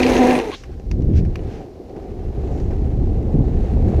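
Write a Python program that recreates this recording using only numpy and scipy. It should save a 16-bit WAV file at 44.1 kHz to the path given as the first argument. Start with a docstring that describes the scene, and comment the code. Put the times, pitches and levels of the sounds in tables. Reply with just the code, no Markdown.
"""Longboard slide and roll

A longboard slides sideways on asphalt. Stick-slip friction makes its urethane wheels shudder; they
scrape, crush grit, then groan and chirp as they grip again. The board rolls on down a wooded road,
rumbling over the rough surface with a few ticks and scuffs, while turbulent wind buffets the
microphone that the rider carries."""
import sys
import numpy as np
from scipy import signal
from scipy.fft import rfft, irfft
from scipy.io import wavfile
from scipy.ndimage import uniform_filter1d

SR = 44100
rng = np.random.default_rng(int(sys.argv[2]) if len(sys.argv) > 2 else 0)


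def to_wav(sig):
    """Store sig (one row per channel, or 1-D mono) as 16-bit WAV at the path in sys.argv[1].

    Samples outside -1..1 are clipped; the rate is SR.
    """
    pcm = np.clip(np.atleast_2d(sig), -1, 1) * 32767
    pcm = np.round(pcm).astype(np.int16)
    wavfile.write(sys.argv[1], SR, pcm.T)  # frames by channels


N = 176400

# Wind on the microphone. Each row: time in seconds, level in dB.
WIND_LEVEL = [(0.0, -22), (0.05, -32.5), (0.14, -20), (0.21, -30), (0.61, -41.5), (0.71, -28),
              (0.82, -33.5), (0.93, -15), (0.96, -21), (1.19, -11.5), (1.4, -27), (1.45, -23),
              (1.68, -43.5), (1.91, -41), (2.3, -22), (2.34, -29), (2.38, -21.5), (2.6, -22), (2.64, -15.5),
              (2.66, -20.5), (2.86, -16.5), (2.88, -20.5), (3.03, -14.5), (3.3, -21), (3.36, -14),
              (3.47, -17.5), (3.6, -13.5), (3.68, -22.5), (3.74, -13.5), (3.98, -14)]
# Harder gusts. 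Each row: peak time in seconds, half length in seconds, level in dB.
GUSTS = [(0.992, 0.04, -22), (1.1, 0.041, -20), (1.196, 0.026, -20), (1.278, 0.029, -25), (3.056, .15, -27),
         (3.354, 0.0096, -13), (3.405, 0.024, -18), (3.913, 0.15, -24.5)]
# Spectra of buffeting, gusts and airy hiss. Each row: frequency in Hz, level in dB.
WIND_SPECTRUM = [(18, -11.5), (28, 0), (45, -1), (72, -0.5), (110, -7), (170, -14), (260, -18), (400, -27),
                 (600, -49), (1000, -58.5)]
GUST_SPECTRUM = [(60, -20), (130, 8.5), (260, 0), (420, -6), (600, -17.5), (900, -36), (1500, -55)]
AIR_SPECTRUM = [(1000, -68), (2800, 2.5), (4200, 7), (5700, 6), (8000, -4.5), (12000, -5.5), (15500, -8)]

# Rolling wheels. Each row: time in seconds, rumble level in dB, hiss level in dB.
ROLL_LEVELS = [(0, -33, -64), (.6, -47.5, -58), (.7, -42, -58.5), (.86, -43.5, -64.5), (1.05, -45, -60),
               (1.3, -36, -58), (1.45, -33, -54), (1.61, -34, -56), (1.72, -38.5, -62), (1.86, -37.5, -63),
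               (2.0, -32, -57), (2.3, -34.5, -58), (2.5, -28, -52), (2.8, -31, -55), (3.0, -31.5, -55.5),
               (3.3, -28, -55.5), (3.45, -29.5, -54.5), (3.65, -29, -49.5), (3.78, -27.5, -52),
               (4, -24.5, -48.5)]
# Bumps over rough spots. Each row: start in seconds, level in dB.
BUMPS = [(0.694, -32.5), (0.794, -33), (1.392, -30), (1.607, -25), (1.893, -29), (1.968, -26), (2.29, -32),
         (3.643, -27.5), (3.935, -22.5)]
# Dry scuffs. Each row: peak time and half length in seconds, level in dB, centre in Hz, width in octaves.
SCUFFS = [(0.358, 0.021, -46, 9050, 0.11), (0.54, 0.016, -36.5, 3570, 0.22),
          (0.566, 0.048, -49, 4700, 0.65), (1.178, 0.019, -44, 3380, 0.93), (1.55, 0.052, -52, 3050, 1),
          (2.571, 0.094, -64, 6840, 0.23), (2.727, .02, -54, 1550, 0.17)]
# Sharp ticks. Each row: start in seconds, level in dB, favoured frequency in Hz, 60 dB decay in seconds.
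TICKS = [(0.6366, -34.5, 1316, 0.041), (.716, -49, 6000, 0.027), (0.797, -44.5, 6500, 0.028),
         (0.9135, -25, 5510, 0.02), (1.021, -39, 6540, .02), (1.135, -43, 2800, .03),
         (1.2504, -40.5, 1550, .05), (1.357, -23.5, 2140, 0.017), (1.392, -44, 2510, .03),
         (1.895, -46, 1300, 0.029), (1.9631, -43, 1420, 0.044), (2.6004, -39, 6480, 0.043),
         (2.7077, -40.5, 1426, 0.059)]
# Spectra of rumble, hiss, scuffs and ticks. Each row: frequency in Hz, level in dB.
RUMBLE_SPECTRUM = [(100, -9.5), (220, -4.5), (290, -4), (370, 0), (470, -5), (600, -13.5), (750, -11.5),
                   (900, -23.5), (1250, -34), (2000, -72)]
HISS_SPECTRUM = [(700, -1.5), (1100, 3.5), (1900, 3.5), (2700, 0), (3400, -5.5), (4200, -5), (5000, -11.5),
                 (6600, -10.5), (8500, -18.5), (11500, -23.5), (13500, -27.5), (15500, -33)]
SCUFF_SPECTRUM = [(500, 13), (1700, 8), (2700, 3.5), (3800, -3), (5800, 1.5), (8500, -9.5), (15000, -11)]
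TICK_SPECTRUM = [(400, 2), (850, -2), (1050, 2), (1300, -3), (1700, -0.5), (2700, 0.5), (3600, -12.5),
                 (5700, -7.5), (7500, -22.5), (11000, -28.5), (15000, -31)]

# The groan and the chirp. Each row: start and length in seconds, first and last pitch in Hz,
# level in dB, step from one harmonic to the next in dB.
SQUEALS = [(0.387, 0.121, 455, 415.3, -25, -12.5), (0.518, 0.031, 1134, 1067, -31.5, -25)]
# Snaps of crushed grit. Each row: start in seconds, level in dB.
GRIT_SNAPS = [(.004, -16), (0.03, -14), (0.0331, -11.5), (.042, -18.5), (.050, -18), (0.0654, -14.5),
              (.070, -23), (0.08, -21.5), (0.135, -20.5), (.1665, -14.5), (0.285, -18.5), (0.309, -17.5),
              (.353, -18), (.390, -22), (.399, -22.5), (0.413, -23.5)]
# Scrape of the sliding wheels. Each row: time in seconds, roar level in dB, rasp level in dB.
SCRAPE_LEVELS = [(0, -17, -24), (.07, -16.5, -27.5), (.12, -15.5, -25.5), (.19, -17, -26),
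                 (.30, -17, -27.5), (.39, -20.5, -32), (.425, -27.5, -39.5), (.50, -29, -39),
                 (.548, -41, -37.5), (.565, -60, -52), (.63, -71.5, -63), (.72, -90, -89)]
# Spectra of grit, roar and rasp. Each row: frequency in Hz, level in dB.
GRIT_SPECTRUM = [(700, -12), (1500, -5.5), (2500, 17), (3400, 0), (4200, 0.5), (5500, -4.5), (8000, -18.5),
                 (15000, -44)]
ROAR_SPECTRUM = [(60, -28), (190, -5.5), (270, 2), (350, 0.5), (500, -2.5), (650, -9), (760, -2),
                 (950, -15), (1250, -20), (2000, -71)]
RASP_SPECTRUM = [(600, 12), (1200, 0.5), (1800, 6), (2550, 4), (3150, -6), (4100, -3), (4700, -13.5),
                 (6500, -7), (7500, -26), (10000, -17.5), (11500, -31.5), (15500, -31)]
# Resonances of wheels and deck. Each row: frequency in Hz, bandwidth in Hz, level in dB.
BOARD_MODES = [(368, 62, -8), (464, 21, -13), (529, 21, -19.5), (960, 20, -19.5), (1612, 18, -22),
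               (1766, 7.4, -24.5), (1900, 25, -23.5), (2053, 20, -22), (2350, 25, -29), (2440, 18, -26),
               (2636, 34, -23.5)]
# Rate of the stick-slip cycle. Each row: time in seconds, frequency in Hz.
SHUDDER_PITCH = [(0, 250.2), (.08, 253.7), (.15, 247.1), (.21, 255.1), (.245, 246.2), (.30, 254.8),
                 (.36, 248.4), (.42, 260)]
# Strength of the shudder. Each row: time in seconds, level in dB, extra gain of the overtones in dB.
SHUDDER_LEVELS = [(0, -15.5, -10.5), (.135, -22.5, -7), (.163, -22, -15), (.205, -11.5, -5),
                  (.25, -16, 2.5), (.31, -15.5, -1), (.365, -18.5, -1), (.40, -31, 10), (.44, -59, 3)]
# Harmonics of the shudder. Each row: multiple of the fundamental, level in dB.
SHUDDER_HARMONICS = [(1, .5), (2, -6), (3, -6), (4, -17.5)]


def from_db(db):
    """Amplitude grows tenfold for every 20 dB."""
    return 10 ** (np.asarray(db) / 20)


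def rms_one(x):
    """Normalisation to unit rms."""
    return x / np.sqrt(np.mean(x ** 2) + 1e-20)


def seconds():
    """Time of every sample."""
    return np.arange(N) / SR


def in_time(rows):
    """Linear interpolation of each column over time."""
    times, *columns = np.transpose(rows)
    return [np.interp(seconds(), times, column) for column in columns]


def drift(rate_hz):
    """Low-passed noise gives a smooth random wander with a spread of 1."""
    step, settling = 20, 2000
    pole = np.exp(-2 * np.pi * rate_hz * step / SR)
    white = rng.standard_normal(N // step + settling + 2)
    slow = signal.lfilter([1], [1, -2 * pole, pole * pole], white)[settling:]
    return np.interp(np.arange(N) / step, np.arange(len(slow)), rms_one(slow))


def colour(x, spectrum):
    """Filtering to a spectrum that falls 20 dB per octave beyond its ends; rms 1."""
    hz = np.maximum(np.fft.rfftfreq(len(x), 1 / SR), 1)
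    points_hz, points_db = np.transpose(spectrum)
    db = np.interp(np.log(hz), np.log(points_hz), points_db)
    octaves_beyond = np.abs(np.log2(hz / np.clip(hz, points_hz[0], points_hz[-1])))
    return rms_one(irfft(rfft(x) * from_db(db - 20 * octaves_beyond), len(x)))


def hump(centre_hz, octaves, size):
    """A Gaussian band on the log-frequency axis, one value per frequency bin."""
    hz = np.maximum(np.fft.rfftfreq(size, 1 / SR), 1)
    return np.exp(-.5 * (np.log2(hz / centre_hz) / octaves) ** 2)


def resonate(x, hz, width_hz):
    """Forced vibration of one damped mode; rms 1."""
    radius = np.exp(-np.pi * width_hz / SR)
    feedback = [1, -2 * radius * np.cos(2 * np.pi * hz / SR), radius * radius]
    return rms_one(signal.lfilter([1, 0, -1], feedback, x))


def even(x, window_s):
    """Division by the running rms holds a noise at a steady level."""
    power = np.abs(uniform_filter1d(x * x, int(window_s * SR)))
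    return x / np.sqrt(power + 1e-12)


def patchy(x, depth_db, rate_hz):
    """Independent amplitude modulation makes each third of an octave waver."""
    spectrum = rfft(x)
    thirds = 3 * np.log2(np.clip(np.fft.rfftfreq(N, 1 / SR), 700, 11200) / 700)
    bands = (irfft(spectrum * np.maximum(1 - np.abs(thirds - k), 0), N) for k in range(13))
    return sum(band * from_db(depth_db * drift(rate_hz)) for band in bands)


def swell(peak_s, half_s):
    """A Gaussian envelope with standard deviation half_s."""
    return np.exp(-.5 * ((seconds() - peak_s) / half_s) ** 2)


def decay(start_s, t60_s):
    """Exponential decay after a sudden onset."""
    age = seconds() - start_s
    return (age >= 0) * from_db(-60 * np.clip(age / t60_s, 0, 3))


def bursts(envelope, spectrum):
    """Amplitude-modulated noise, filtered and scaled to the rms of its envelope."""
    excitation = envelope * rng.standard_normal(len(envelope))
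    return np.sqrt(np.mean(envelope ** 2)) * colour(excitation, spectrum)


def placed(x, middle_s):
    """A time shift centres a short sound on middle_s."""
    positions = np.arange(len(x)) + int(middle_s * SR) - len(x) // 2
    return np.interp(np.arange(N), positions, x, 0, 0)


def grains(per_s, share, spread_db):
    """Shot noise: random contacts with the road carry a share of the power, smooth noise the rest."""
    sizes = from_db(spread_db * np.minimum(rng.exponential(1, N), 4)) * rng.choice([-1, 1], N)
    clicks = rms_one(sizes * (rng.random(N) < per_s / SR))
    return np.sqrt(share) * clicks + np.sqrt(1 - share) * rng.standard_normal(N)


def air():
    """Stationary broadband noise: a faint airy hiss around the rider."""
    return from_db(-65.5) * colour(rng.standard_normal(N), AIR_SPECTRUM)


def wind():
    """Turbulent pressure buffets the microphone; hard gusts flap and reach higher frequencies."""
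    db, = in_time(WIND_LEVEL)
    buffet = even(colour(rng.standard_normal(N), WIND_SPECTRUM), window_s=.14)
    turbulence = rng.standard_normal(N) * from_db(2.7 * drift(70))
    flapping = even(colour(turbulence, GUST_SPECTRUM), window_s=.14)
    gusts = sum(from_db(gust_db) * swell(peak_s, half_s) for peak_s, half_s, gust_db in GUSTS)
    return from_db(db + 0.04) * buffet + gusts * flapping


def rolling():
    """Surface roughness drives the wheels: a rumble through the deck, a gritty hiss and dull bumps."""
    rumble_db, hiss_db = in_time(ROLL_LEVELS)
    rumble = colour(grains(per_s=700, share=0.43, spread_db=2), RUMBLE_SPECTRUM)
    hiss = colour(grains(per_s=1800, share=0.33, spread_db=4.5), HISS_SPECTRUM)
    jolts = sum(from_db(db) * decay(start_s, t60_s=0.075) for start_s, db in BUMPS)
    bumps = bursts(jolts, RUMBLE_SPECTRUM)
    rumble *= from_db(rumble_db + 0.75 * drift(25))
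    hiss *= from_db(hiss_db + 1.2 * drift(30))
    return rumble + hiss + bumps


def scuffs():
    """Light rubbing makes friction noise that swells and fades, each scuff in a band of its own."""
    out, size = 0, 32768
    for peak_s, half_s, db, hz, octaves in SCUFFS:
        band = irfft(rfft(rng.standard_normal(size)) * hump(hz, octaves, size))
        rub = colour(band, SCUFF_SPECTRUM)
        out += from_db(db) * swell(peak_s, half_s) * placed(rub, peak_s)
    return out


def ticks(tail_db=-20.5, tail_t60_s=0.12, off_band_db=-5.5):
    """Brief impacts of board and small stones give broadband cracks, each with a faint tail."""
    out, age = 0, np.arange(-8192, 8192) / SR
    for start_s, db, hz, t60_s in TICKS:
        strike = from_db(-60 * np.abs(age) / t60_s)
        tail = from_db(tail_db - 60 * np.abs(age) / tail_t60_s)
        crack = bursts((age >= 0) * (strike + tail), TICK_SPECTRUM)
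        off_band = 1 - hump(hz, octaves=0.35, size=len(age))
        crack = irfft(rfft(crack) * from_db(off_band_db * off_band))
        out += placed(from_db(db) * crack, start_s)
    return out


def squeals(jitter=0.0305, fade_s=0.01):
    """Friction-driven oscillation as the wheels regain grip: rough tones that sag as the slip dies."""
    out = 0
    for start_s, length_s, first_hz, last_hz, db, step_db in SQUEALS:
        age = seconds() - start_s
        hz = np.interp(age, [0, length_s], [first_hz, last_hz]) * (1 + jitter * drift(116))
        phase = 2 * np.pi * np.cumsum(hz) / SR
        tone = sum(from_db(step_db * k) * np.sin((k + 1) * phase) for k in range(3))
        envelope = np.clip(np.minimum(age, length_s - age) / fade_s, 0, 1)
        out += envelope * from_db(db + 2.8 * drift(60)) * tone
    return out


def grit():
    """Brittle fracture: loose grit snaps under the sliding wheels in very short bursts."""
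    snaps = sum(from_db(db) * decay(start_s, t60_s=0.011) for start_s, db in GRIT_SNAPS)
    return bursts(snaps, GRIT_SPECTRUM)


def scrape():
    """Abrasion: asphalt tears at the urethane, with a bright rasp and a roar that rings in the board."""
    roar_db, rasp_db = in_time(SCRAPE_LEVELS)
    contacts = grains(per_s=900, share=.5, spread_db=-2)
    ringing = sum(from_db(db) * resonate(contacts, hz, width_hz) for hz, width_hz, db in BOARD_MODES)
    roar = even(from_db(-0.5) * colour(contacts, ROAR_SPECTRUM) + ringing, window_s=0.07)
    fine_contacts = grains(per_s=5900, share=0.56, spread_db=8)
    rasp = patchy(colour(fine_contacts, RASP_SPECTRUM), depth_db=2.06, rate_hz=23)
    return from_db(roar_db) * roar + from_db(rasp_db + 1.06 * drift(70)) * rasp


def shudder(jitter=.012, flutter_db=1.04):
    """Stick-slip oscillation: the wheels catch and let go unevenly, about 250 times a second."""
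    hz, = in_time(SHUDDER_PITCH)
    db, overtones_db = in_time(SHUDDER_LEVELS)
    phase = 2 * np.pi * np.cumsum(hz * (1 + jitter * drift(60))) / SR
    tone = 0
    for k, harmonic_db in SHUDDER_HARMONICS:
        gain = from_db(harmonic_db + (k > 1) * overtones_db + flutter_db * drift(39))
        tone += gain * np.cos(k * phase)
    return np.sqrt(2) * from_db(db) * tone


def scene():
    """Superposition in one channel: the slide, then the roll, in the rider's wind."""
    slide = shudder() + scrape() + grit() + squeals()
    return (slide + rolling() + ticks() + scuffs() + wind() + air())[None]


def record(dry, cutoff_hz=15350):
    """Soft saturation rounds the peaks, and a steep low-pass filter removes the highest treble."""
    rounded = 1.3 * np.tanh(dry / 1.302)
    low_pass = signal.ellip(12, .1, 90, cutoff_hz, fs=SR, output="sos")
    return signal.sosfilt(low_pass, rounded)


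dry = scene()
out = record(dry)
to_wav(out)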